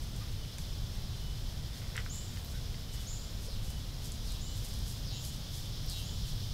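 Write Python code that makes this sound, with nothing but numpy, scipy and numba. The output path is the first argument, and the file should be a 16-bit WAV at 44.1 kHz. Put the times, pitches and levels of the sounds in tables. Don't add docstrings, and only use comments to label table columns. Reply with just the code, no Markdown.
import sys
import numpy as np
from scipy import signal
from scipy.fft import rfft, irfft
from scipy.io import wavfile
from scipy.ndimage import uniform_filter1d
from numba import njit

SR = 44100
rng = np.random.default_rng(int(sys.argv[2]) if len(sys.argv) > 2 else 0)


def log_audio(samples):
    frames = np.atleast_2d(samples).T
    limited = np.clip(frames, -1, 1)
    pcm = np.round(limited * 32767).astype(np.int16)
    wavfile.write(sys.argv[1], SR, pcm)


N = 287973
T = np.arange(N) / SR
TOP_HZ = 15700


def undb(db):
    return 10 ** (np.asarray(db) / 20)


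def unit(x):
    return x / np.sqrt(np.mean(x ** 2))


def colour(x, spectrum):
    hz, db = np.transpose(spectrum)
    bins_hz = np.arange(N // 2 + 1) * SR / N + 1e-3
    gain = undb(np.interp(np.log(bins_hz), np.log(hz), db))
    rolloff = np.minimum(bins_hz / hz[0], 1) ** 2
    return unit(irfft(rfft(x) * gain * rolloff, N))


def wander(rate_hz):
    span = int(SR / rate_hz)
    stairs = np.repeat(rng.standard_normal(N // span + 1), span)
    return unit(uniform_filter1d(stairs, span)[:N])


@njit
def bandpass(x, hz, width_hz):
    y, band, low = np.empty(len(x)), 0., 0.
    for i in range(len(x)):
        g, damping = np.tan(np.pi * hz[i] / SR), width_hz / hz[i]
        v = (band + g * (x[i] + 1e-18 - low)) / (1 + g * (g + damping))
        band, low = 2 * v - band, low + 2 * g * v
        y[i] = damping * v
    return y


def resonate(x, hz, width_hz):
    centre_hz = np.full(len(x), hz, dtype=float)
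    once = bandpass(x, centre_hz, float(width_hz))
    return bandpass(once, centre_hz, float(width_hz))


def add_burst(out, start_s, peak_db, burst):
    i = int(start_s * SR)
    out[i:i + len(burst)] += undb(peak_db) * burst[:N - i] / np.abs(burst).max()


def swells(rows):
    power = np.zeros(N)
    for peak_s, db, rise_s, fall_s in rows:
        distance = (T - peak_s) / np.where(T < peak_s, rise_s, fall_s)
        power += undb(2 * db) * np.exp(-np.minimum(distance ** 2, 40))
    return np.sqrt(power)


def fade_db(age_s, hold_s, sag_db_per_s, release_db_per_s):
    return -sag_db_per_s * np.clip(age_s, 0, hold_s) - release_db_per_s * np.maximum(age_s - hold_s, 0)


def crackle(rate_hz, spread_db):
    size = undb(spread_db * np.minimum(rng.exponential(size=N), 4))
    return (rng.random(N) < rate_hz / SR) * size * rng.choice([-1, 1], N)


def woods(x, wet_db, t60_s):
    t = T[:SR // 2]
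    envelope = np.exp(-np.log(1000) * t / t60_s) * (1 - np.exp(-t / 0.0046))
    echoes = rng.standard_normal(len(t)) * envelope
    return x + undb(wet_db) * signal.fftconvolve(x, echoes / np.linalg.norm(echoes))[:N]


# f/Hz, relative level/dB
RUMBLE_SPECTRUM = [(22, 1.6), (55, -1), (80, -6), (125, -9), (175, -15), (235, -20), (320, -26.5),
                   (500, -28), (750, -31), (1100, -34), (2000, -37), (3000, -39.5), (6000, -70)]
# f/Hz, relative level/dB
HISS_SPECTRUM = [(1000, -26), (2400, 3.5), (6000, 5.5), (8500, 0.5), (12000, -0.5), (14500, -1),
                 (15700, -11)]


def air():
    rumble = undb(-39) * colour(rng.standard_normal(N), RUMBLE_SPECTRUM)
    hiss = undb(-58) * colour(rng.standard_normal(N), HISS_SPECTRUM)
    return rumble + hiss


# t/s, level/dB
DRONE_LEVELS = [(0, -46), (2, -46.5), (3.4, -50.5), (4.3, -43), (5.6, -47), (6.2, -41.5)]
# f/Hz, stage half-width/Hz, relative level/dB
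DRONE_MODES = [(96.7, 16.9, 2.5), (115.5, 12.5, -3), (138.3, 14.8, -3), (210, 33, -12.5)]


def drone():
    modes = sum(undb(db) * unit(resonate(rng.standard_normal(N), hz, 2 * half_width_hz))
                for hz, half_width_hz, db in DRONE_MODES)
    times_s, levels_db = np.transpose(DRONE_LEVELS)
    return unit(modes) * undb(np.interp(T, times_s, levels_db))


# f/Hz, relative level/dB
CHORUS_SPECTRUM = [(2500, -28), (2820, -7), (3020, -4.5), (3430, 2), (3830, -3), (4100, -2.5), (4550, -1),
                   (5100, 0.5), (5450, -2), (5750, -4), (6600, -9.5), (8000, -17)]


def chorus():
    ticks = colour(crackle(rate_hz=14000, spread_db=1), CHORUS_SPECTRUM) * undb(0.73 * wander(25))
    voices = sum(unit(resonate(rng.standard_normal(N), hz, width_hz=90)) * undb(2 * wander(5))
                 for hz in (3102, 3473, 3670, 3860, 4057, 4166, 5130, 5430))
    steady_db, swell_from_s, swell_db_per_s = -53, 3.6, 1.34
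    level_db = steady_db + swell_db_per_s * np.maximum(T - swell_from_s, 0)
    return (ticks + undb(-7) * unit(voices)) * undb(level_db)


# t/s, nominal level/dB, closing hum level/dB
SWEEPS = [(.2, -71, -63), (1.04, -57, -59), (1.92, -65, -59.5), (2.72, -72, -58), (3.485, -53.5, -60),
          (4.262, -52, -58.5), (5.075, -48, -64), (5.886, -45.5, -66)]
TYMBAL_HZ, CLOSING_HUM_HZ = 182.8, 2992
SWEEP_FROM_HZ, SWEEP_TO_HZ, SLIDE_MIDDLE_S, SLIDE_S = 5480, 3810, 0.019, 0.014
SWEEP_OVERSHOOT_DB, SWEEP_ATTACK_DB_PER_S = 1, 378


def cicada():
    phase = 2 * np.pi * np.cumsum(TYMBAL_HZ * (1 + 0.0015 * wander(40))) / SR
    clicks = unit(sum((1 if k % 2 else 0.55) * np.cos(k * phase) for k in range(14, 33)))
    rasp = rng.standard_normal(N)
    sweeps = np.zeros(N)
    for at_s, db, _ in SWEEPS:
        active = (T > at_s - 0.1) & (T < at_s + 0.2)
        age_s = T[active] - at_s
        slide = 1 / (1 + np.exp((age_s - SLIDE_MIDDLE_S) / SLIDE_S))
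        body_hz = SWEEP_TO_HZ + (SWEEP_FROM_HZ - SWEEP_TO_HZ) * slide
        hold_s = 0.1 * 2 ** ((db + 48) / 15)
        effort_db = SWEEP_OVERSHOOT_DB + SWEEP_ATTACK_DB_PER_S * np.minimum(age_s, 0)
        effort_db += fade_db(age_s, hold_s, sag_db_per_s=70, release_db_per_s=450)
        locked = np.clip((age_s + 0.016) / 0.056, 0, 1)
        drive = locked * clicks[active] + (1.7 - 1.3 * locked) * rasp[active]
        sweeps[active] += unit(resonate(drive, body_hz, width_hz=1360)) * undb(db + effort_db)
    low_mode = unit(resonate(clicks + 0.3 * rasp, hz=3200, width_hz=530))
    low_mode *= swells([(at_s + 0.095, db - 7, 0.03, 0.035) for at_s, db, _ in SWEEPS])
    hum_phase = 2 * np.pi * np.cumsum(CLOSING_HUM_HZ + 9 * wander(60)) / SR
    hum = unit(np.sin(hum_phase) * undb(2 * wander(40)))
    hum *= swells([(at_s + 0.24, hum_db, 0.055, 0.05) for at_s, _, hum_db in SWEEPS])
    return woods(sweeps + low_mode + hum, wet_db=-3.5, t60_s=0.45)


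# onset t/s, level/dB, ratio to base pitch
CHIRPS = [(2.095, -44, 1.005), (3.066, -45, 0.985), (4.405, -50, 1.01), (5.125, -50.5, .985),
          (6.035, -53, 0.99)]
BASE_FROM_HZ, BASE_TO_HZ, SLUR_S, CHIRP_ATTACK_S = 5850, 7270, 0.0105, 0.0042
QUAVER_RATE_HZ, QUAVER_DEPTH_HZ = 130, 350


def bird():
    out = np.zeros(N)
    quaver_phase = 2 * np.pi * np.cumsum(QUAVER_RATE_HZ * (1 + 0.1346 * wander(60))) / SR
    quaver = np.sin(quaver_phase) + 0.4 * wander(400)
    for start_s, db, ratio in CHIRPS:
        age_s = np.maximum(T - start_s, 0)
        base_hz = BASE_TO_HZ + (BASE_FROM_HZ - BASE_TO_HZ) * np.exp(-age_s / SLUR_S)
        quaver_onset = np.clip((age_s - 0.012) / 0.0275, 0, 1)
        pitch_hz = ratio * base_hz + QUAVER_DEPTH_HZ * quaver_onset * quaver
        attack = np.minimum(age_s / CHIRP_ATTACK_S, 1)
        level_db = db + fade_db(age_s, hold_s=0.08, sag_db_per_s=59, release_db_per_s=380)
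        out += np.sin(2 * np.pi * np.cumsum(pitch_hz) / SR) * attack * undb(level_db)
    return woods(out, wet_db=0.5, t60_s=0.7)


# peak t/s, level/dB, rise/s, fall/s
THUDS = [(1.97, -57.5, 0.043, 0.055), (3.49, -53.5, 0.015, 0.02)]


def hoof_thuds():
    return unit(resonate(rng.standard_normal(N), hz=480, width_hz=220)) * swells(THUDS)


# peak t/s, level/dB, length/s
STEPS = [(0.032, -56, 0.025), (.605, -58, .045), (.95, -59, 0.032), (1.77, -59, .07), (2.155, -54, .045),
         (2.36, -58, 0.11), (2.51, -57.5, .11), (2.944, -51, 0.039), (3.018, -54, .045), (3.438, -52, .05),
         (3.655, -54, .045), (3.705, -53, .024), (4.055, -51.5, .05), (4.288, -54, .085), (4.575, -55, .06),
         (4.655, -48.5, 0.026), (4.695, -52, .03), (4.897, -48.5, .055), (5.262, -46, 0.056),
         (5.564, -50.5, .07), (5.915, -49.5, .042), (5.985, -51.5, .07), (6.29, -54.5, .055)]
STEP_RISE_SHARE, SETTLE_AFTER_S, SETTLE_GAIN_DB, SETTLE_S = 0.45, 0.078, -11, 0.033
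SHUFFLE_DB, SHUFFLE_SPREAD_DB = -71.5, 4.5


def leaves():
    spectrum = [(1500, -14), (4000, 1), (6500, 6), (9500, 2), (12000, 2.5), (15500, -7.5)]
    cracks = colour(crackle(rate_hz=3200, spread_db=3), spectrum)
    presses = [(at_s, db, STEP_RISE_SHARE * length_s, (1 - STEP_RISE_SHARE) * length_s)
               for at_s, db, length_s in STEPS]
    settles = [(at_s + SETTLE_AFTER_S, db + SETTLE_GAIN_DB, SETTLE_S, SETTLE_S) for at_s, db, _ in STEPS]
    shuffle = undb(SHUFFLE_DB + SHUFFLE_SPREAD_DB * wander(11))
    gain = np.hypot(swells(presses + settles), shuffle)
    return woods(cracks * gain, wet_db=-11.5, t60_s=0.4)


# onset t/s, peak level/dB, centre f/Hz
SNAPS = [(.162, -39.5, 7600), (.5835, -34, 7500), (1.9655, -31.5, 6200), (2.4464, -38, 13400),
         (4.1195, -32, 7400), (4.32, -35.5, 8000), (4.647, -39, 9900), (4.7376, -40, 9500),
         (4.788, -41, 10940), (5.863, -42, 12500), (5.898, -34, 8900)]


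def stalk_snaps():
    out, t = np.zeros(N), T[:SR // 30]
    envelope = np.exp(-t / 0.0012) * (1 - np.exp(-t / 0.001))
    for start_s, db, hz in SNAPS:
        fibres = rng.standard_normal(len(t)) * envelope
        add_burst(out, start_s, db, resonate(fibres, hz, width_hz=7000))
    return woods(out, wet_db=-4.5, t60_s=0.25)


# base f/Hz, stage half-width/Hz, gain/dB
MOUTH_MODES = [(1500, 320, -0.5), (2180, 350, 3), (3320, 440, -2)]


def mouth(x, ratio):
    return sum((-1) ** k * undb(db) * resonate(x, ratio * hz, 2 * half_width_hz)
               for k, (hz, half_width_hz, db) in enumerate(MOUTH_MODES))


# peak t/s, level/dB, f/Hz, half-length/s
MEWS = [(0.219, -54.5, 1208, 0.01), (2.553, -61, 1500, .025)]


def mews():
    out = np.zeros(N)
    waver = 1 + 0.035 * wander(250)
    for at_s, db, hz, half_s in MEWS:
        phase = 2 * np.pi * np.cumsum(hz * waver) / SR
        voice = unit(np.sin(phase) + 0.29 * np.sin(2 * phase))
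        out += voice * swells([(at_s, db, half_s, half_s)])
    return out


# peak t/s, level/dB, half-length/s
SUCKS = [(.24, -60, .033), (.96, -61, .022), (1.83, -59.5, .11), (1.969, -48.5, .014), (1.995, -47.5, .015),
         (2.36, -59.5, .037), (2.56, -60.5, 0.023), (2.988, -62, .037)]


def sucks():
    spit = unit(mouth(crackle(rate_hz=2200, spread_db=5), ratio=0.92))
    return spit * swells([(at_s, db, half_s, half_s) for at_s, db, half_s in SUCKS])


# onset t/s, peak level/dB, mouth tuning ratio
SMACKS = [(.4504, -42, 1.3), (0.5847, -37.5, 1.1), (1.9595, -31, 0.93), (1.978, -23.3, 0.99),
          (2.0621, -32.5, 0.68), (2.372, -36, 1.33), (2.7435, -36, 1.4)]


def smacks():
    out, t = np.zeros(N), T[:SR // 30]
    for start_s, db, ratio in SMACKS:
        click = (t == 0) + 0.05 * rng.standard_normal(len(t)) * np.exp(-t / 0.003)
        add_burst(out, start_s, db, mouth(click, ratio))
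    return out


def scene():
    background = air() + drone() + chorus()
    doe = hoof_thuds() + leaves() + stalk_snaps()
    fawns = woods(mews() + sucks() + smacks(), wet_db=-10.5, t60_s=0.14)
    return np.tile(background + cicada() + bird() + doe + fawns, (2, 1))


def record(dry):
    return signal.sosfilt(signal.ellip(12, 0.1, 70, TOP_HZ, fs=SR, output="sos"), dry)


dry = scene()
out = record(dry)
log_audio(out)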